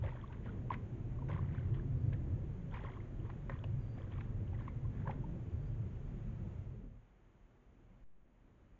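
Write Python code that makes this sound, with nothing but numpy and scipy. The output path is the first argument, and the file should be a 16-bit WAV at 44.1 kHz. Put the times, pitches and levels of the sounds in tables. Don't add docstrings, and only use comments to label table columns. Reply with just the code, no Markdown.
import sys
import numpy as np
from scipy import signal
from scipy.fft import rfft, irfft, next_fast_len
from scipy.io import wavfile
from scipy.ndimage import uniform_filter1d, map_coordinates

SR = 44100
rng = np.random.default_rng(int(sys.argv[2]) if len(sys.argv) > 2 else 0)


def transcribe(signal):
    frames = np.atleast_2d(signal).T
    limited = np.clip(frames, -1, 1)
    pcm = np.round(limited * 32767).astype(np.int16)
    wavfile.write(sys.argv[1], SR, pcm)


N = 387638


def amp(db):
    return 10 ** (np.asarray(db) / 20)


def unit(x):
    return x / np.sqrt(np.mean(x ** 2) + 1e-20)


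def automation(points):
    return np.interp(np.arange(N) / SR, *np.transpose(points))


def wobble(rate):
    knots = rng.standard_normal(int(N * rate / SR) + 4)
    return map_coordinates(knots, [np.arange(N) * rate / SR])


def filtered(x, response):
    size = next_fast_len(len(x) + 8192)
    return irfft(rfft(x, size) * response(np.fft.rfftfreq(size, 1 / SR)), size)[:len(x)]


def equalised(x, eq):
    f, db = np.transpose(eq)
    return filtered(x, lambda hz: amp(np.interp(np.log(hz + 1), np.log(f), db)))


def noise(eq, patchy_db=0):
    spectrogram = signal.stft(rng.standard_normal(N), nperseg=2048)[2]
    patches = uniform_filter1d(rng.standard_normal(spectrogram.shape), size=3, axis=0)
    patches = unit(uniform_filter1d(patches, size=8, axis=1))
    patchy = signal.istft(spectrogram * amp(patchy_db * patches), nperseg=2048)[1][:N]
    return unit(equalised(patchy, eq))


def add(track, s, sound):
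    part = track[max(round(s * SR), 0):][:len(sound)]
    part += sound[:len(part)]


def bubble(t, hz, swell, glide):
    age = t / swell
    envelope = age * np.exp((1 - age ** 2) / 2)
    return envelope * np.sin(2 * np.pi * hz * t * (1 + glide * (age / 2 - 1)))


# f/Hz, level/dB
HISS_EQ = [(100, 1.5), (500, 8), (900, 5.5), (1300, 2), (2100, -1.5), (3200, -9), (4300, -19.5),
           (5200, -23.5), (6000, -18.5), (6800, -14), (7400, -24)]

def air(windy_db=-67, calm_db=-75.5, fade_start_s=6.55, fade_end_s=6.93):
    return amp(automation([(fade_start_s, windy_db), (fade_end_s, calm_db)])) * noise(HISS_EQ)


# t/s, level/dB
WIND_STRENGTH = [(0, -40.5), (.08, -41), (.17, -50.5), (.65, -44.5), (.95, -45.5), (1.35, -36.5),
                 (2.15, -36.5), (2.75, -47.5), (3.42, -47.5), (3.72, -39.5), (4.0, -44), (5.55, -41),
                 (6.15, -45.5), (6.65, -46), (6.9, -56.5), (7.08, -71.5), (8.79, -68.5)]
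RUSH_RIDE = [(0, -54), (.28, -58), (.5, -49), (1.0, -51), (1.9, -51), (2.3, -49), (3.0, -53.5),
             (4.9, -53.5), (5.35, -50), (6.0, -55.5), (6.45, -53), (6.85, -59), (7.06, -72), (8.0, -69.5),
             (8.79, -68.5)]
# f/Hz, level/dB
BUFFET_EQ = [(8, -20.5), (22, -9.5), (38, 2.5), (58, -2.5), (75, -18.5), (130, -75)]
RUMBLE_EQ = [(40, -34), (66, -7), (88, 1), (115, 2), (140, -1.5), (175, -16.5), (240, -37), (500, -79)]
RUSH_EQ = [(120, -14.5), (170, 1.5), (215, -1.5), (255, -1.5), (292, -8.5), (335, -5), (420, -11.5),
           (540, -15), (720, -23.5), (1100, -37), (3000, -67.5)]

def wind(breeze_db=-44, buffet_db=-48.5, gust_slope=0.22, lull_slope=0.73, knee_db=-5):
    strength_db = automation(WIND_STRENGTH)
    over_db = strength_db - breeze_db
    push_db = gust_slope * np.maximum(over_db, knee_db) + lull_slope * np.minimum(over_db - knee_db, 0)
    buffet = amp(buffet_db + push_db) * noise(BUFFET_EQ)
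    rumble = amp(strength_db) * noise(RUMBLE_EQ, patchy_db=2.0)
    rush = amp(automation(RUSH_RIDE)) * noise(RUSH_EQ, patchy_db=2.5)
    return buffet + rumble + rush


# t/s, level/dB
DUCK = [(8.037, 0), (8.041, -9), (8.2, -5.5), (8.45, -1), (8.6, -0.5)]

def dip_with_pop(bed, pop_db=-51, attack_s=.0006, fade_s=.15):
    pop, t = np.zeros(N), np.arange(SR // 2) / SR
    pulse = (1 - np.exp(-t / attack_s)) * np.exp(-(t / fade_s) ** 2)
    add(pop, DUCK[0][0], -amp(pop_db) * pulse)
    return bed * amp(automation(DUCK)) + pop


# t/s, level/dB
BIRD_CALLS = [(1.91, -92.5), (3.779, -85.5), (5.48, -92)]
# t/s, f/Hz
CALL_BEND = [(0, 4920), (.055, 4630), (.115, 4600), (.18, 4640), (.24, 4950), (.28, 5020)]

def bird(length_s=0.26, detune=0.0029, flutter_db=3.5):
    out, t = np.zeros(N), np.arange(int(length_s * SR)) / SR
    envelope = np.abs(np.sin(np.pi * t / length_s)) ** .5
    for s, db in BIRD_CALLS:
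        hz = np.interp(t, *np.transpose(CALL_BEND)) * (1 + rng.normal(0, detune))
        add(out, s, amp(db) * envelope * np.sin(2 * np.pi * np.cumsum(hz) / SR))
    return out * amp(flutter_db * wobble(70))


def woodland_echo(x, t60_s=0.32, echo_db=-15):
    t = np.arange(SR // 2) / SR
    tail = rng.standard_normal(len(t)) * amp(-60 * t / t60_s)
    return amp(echo_db) * signal.fftconvolve(x, tail / np.linalg.norm(tail))[:N]


# t/s, level/dB, f/Hz
DROPLET_TICKS = [(0.213, -59, 3200), (0.277, -61.5, 3400), (1.291, -65.5, 6170), (1.592, -58.5, 2940),
                 (2.712, -60, 3100), (2.935, -54, 2060), (3.003, -53, 2030), (3.200, -61.5, 2880),
                 (3.590, -59.5, 3240), (4.019, -58.5, 3130), (4.120, -58.5, 2980), (4.478, -62, 2900)]

def droplets(swell_cycles=3.5):
    out, t = np.zeros(N), np.arange(SR // 50) / SR
    for s, db, hz in DROPLET_TICKS:
        add(out, s, amp(db) * bubble(t, hz, swell_cycles / hz, glide=.05))
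    return out


# t/s, level/dB, rise/s, settling/s
BODY_STROKES = [(0.01, -54.5, 0.042, 0.11), (0.296, -65.5, .03, 0.043), (0.43, -60, 0.029, 0.07),
                (0.712, -49, 0.011, 0.017), (1.278, -54.5, .032, 0.098), (1.47, -64.5, .09, .1),
                (1.725, -66, .025, 0.055), (2.122, -53.5, .01, .013), (2.705, -54.5, 0.051, 0.096),
                (2.825, -61.5, .03, .08), (3.225, -66, .035, 0.075), (3.5, -62, 0.023, 0.071),
                (3.939, -63.5, 0.044, 0.082), (4.1, -61.5, 0.023, .04), (4.16, -62, .03, .05),
                (4.525, -63, .012, .03), (4.58, -61, .025, .06), (4.88, -67.5, 0.11, 0.13),
                (5.05, -61.5, 0.057, 0.023)]

def stirring():
    motion, t = np.zeros(N), np.arange(SR) / SR
    for s, db, rise, settle in BODY_STROKES:
        envelope = np.minimum(t / rise, 1) * np.exp(-np.maximum(t - rise, 0) / settle)
        add(motion, s, amp(db) * envelope)
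    return motion


def thrown_off(motion, count, over_db, hz, spread_octaves, life_s, scatter_db=2):
    at = ((np.arange(count) + rng.random(count)) * N / count).astype(int)
    size, pitch = rng.standard_normal((count, 2)).T
    db = 20 * np.log10(motion[at] + 1e-9) + over_db + scatter_db * size
    return np.column_stack([at / SR, db, hz * 2 ** (spread_octaves * pitch), np.full(count, life_s)])


# f/Hz, level/dB
SLOSH_EQ = [(350, -17), (540, -1.5), (720, -1.5), (1000, 9), (1300, 1.5), (1900, 1), (2600, -11.5),
            (3400, -12.5), (4300, -31.5), (7000, -38)]

def slosh(motion, count=11000, swell_cycles=4.17, scatter_db=3.0, spray=0.41, gain_db=1.0):
    start = rng.integers(0, N, (count, 1))
    hz = rng.uniform(400, 5000, (count, 1))
    size = amp(scatter_db * np.minimum(rng.exponential(size=(count, 1)), 3)) * np.sqrt(hz)
    offset = np.arange(SR // 100)
    grains = size * bubble(offset / SR, hz, np.minimum(swell_cycles / hz, .003), glide=0.077)
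    swarm = unit(np.bincount((start + offset).ravel(), grains.ravel(), N)[:N])
    texture = unit(equalised(swarm + spray * rng.standard_normal(N), SLOSH_EQ))
    return amp(gain_db) * motion * texture


# t/s, level/dB, decay/s
LANDINGS = [(0.034, -49, 0.053), (0.454, -50, 0.021), (0.712, -50, .021), (1.291, -51.5, 0.047),
            (2.834, -50.5, 0.027), (3.495, -42, 0.0092), (3.640, -49.5, 0.011), (3.98, -55.5, 0.026),
            (5.069, -50, 0.065)]
# f/Hz, level/dB
KNOCK_EQ = [(200, -34.5), (330, -5.5), (450, -2.5), (560, 4.5), (680, -8.5), (900, -22), (2000, -53)]

def thuds(attack_s=0.0013):
    push, t = np.zeros(N), np.arange(SR // 3) / SR
    for s, db, decay in LANDINGS:
        add(push, s, amp(db) * np.exp(-t / decay) * (1 - np.exp(-t / attack_s)))
    return push * noise(KNOCK_EQ)


# t/s, level/dB (pre-EQ), f/Hz, decay/s
MUD_SMACKS = [(0.054, -50.5, 1780, 0.016), (0.089, -49, 2000, 0.00414), (0.326, -50.5, 2560, .0037),
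              (0.7025, -42.5, 2250, .0015), (0.719, -40.5, 2300, 0.0037), (0.731, -48.5, 1700, .007),
              (0.7395, -36, 1950, 0.005), (1.286, -45.5, 2100, .0033), (1.299, -49.5, 1680, 0.0052),
              (1.313, -45, 2020, 0.0045), (1.331, -48, 2720, .0043), (1.741, -50, 3170, 0.022),
              (2.13, -46, 2250, .0055), (2.739, -44, 2150, .005), (2.771, -48, 2400, .0042),
              (3.300, -45, 1560, 0.0032), (3.496, -37.5, 1790, .0042), (3.517, -47.5, 1790, 0.013),
              (3.639, -42, 2650, .0035), (4.207, -43.5, 2400, .004), (4.677, -49, 2110, .012),
              (5.074, -43, 1680, .005), (5.108, -40.5, 1970, .0045)]
# f/Hz, level/dB
SMACK_EQ = [(300, -8), (600, 12), (3500, -8), (4400, -16), (7000, -22.5)]

def smacks(motion, q=6.5, attack_s=0.0005, crack=.06):
    out, t = np.zeros(N), np.arange(SR // 10) / SR
    small = thrown_off(motion, count=200, over_db=6.8, hz=2250, spread_octaves=0.28, life_s=0.005)
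    for s, db, hz, decay in [*MUD_SMACKS, *small]:
        burst = rng.standard_normal(len(t)) * np.exp(-t / decay) * (1 - np.exp(-t / attack_s))
        ring = filtered(burst, lambda f: crack + 1j * f * hz / (hz ** 2 - f ** 2 + 1j * f * hz / q))
        add(out, s, amp(db) * ring / np.abs(ring).max())
    return equalised(out, SMACK_EQ)


# t/s, level/dB, f/Hz, swell/s
AIR_POCKETS = [(0.037, -41.5, 573, 0.0033), (0.120, -53, 945, .005), (0.152, -46.5, 560, .0037),
               (0.237, -48.5, 1100, 0.0054), (0.298, -54, 927, 0.0069), (0.489, -51, 1434, .005),
               (0.7045, -28, 1005, 0.0029), (0.7155, -34, 920, 0.0017), (1.186, -52, 1070, .0028),
               (1.220, -49, 944, .005), (1.304, -47, 1010, 0.0048), (1.363, -48, 1015, .0025),
               (1.389, -44.5, 1056, .0032), (1.796, -50.5, 1630, .002), (2.771, -48.5, 1000, .004),
               (2.844, -48.5, 1055, 0.0074), (2.971, -49.5, 1050, .0033), (3.294, -50, 915, 0.0021),
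               (3.4955, -38, 980, .0017), (3.640, -44.5, 910, .0014), (3.977, -50, 703, .003),
               (4.530, -50.5, 830, 0.0031), (4.678, -41, 1040, 0.0028), (4.845, -56.5, 1035, 0.0075),
               (5.053, -48.5, 914, .007), (5.074, -34.5, 976, 0.0023), (5.094, -36.5, 836, .0042),
               (5.237, -49.5, 898, .007)]

def plops(motion, glide=.03, roughness=0.17):
    out, t = np.zeros(N), np.arange(SR // 20) / SR
    small = thrown_off(motion, count=220, over_db=3, hz=930, spread_octaves=.22, life_s=.0035)
    for s, db, hz, swell in [*AIR_POCKETS, *small]:
        add(out, s, amp(db) * bubble(t, hz, swell, glide))
    return out * (1 + roughness * wobble(500))


def scene():
    motion = stirring()
    deer = plops(motion) + smacks(motion) + thuds() + slosh(motion) + droplets()
    bed = dip_with_pop(wind() + air())
    return (deer + woodland_echo(deer) + bird() + bed)[None]


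def record(dry, top_hz=7450):
    return filtered(dry[0], lambda hz: hz < top_hz)[None]


dry = scene()
out = record(dry)
transcribe(out)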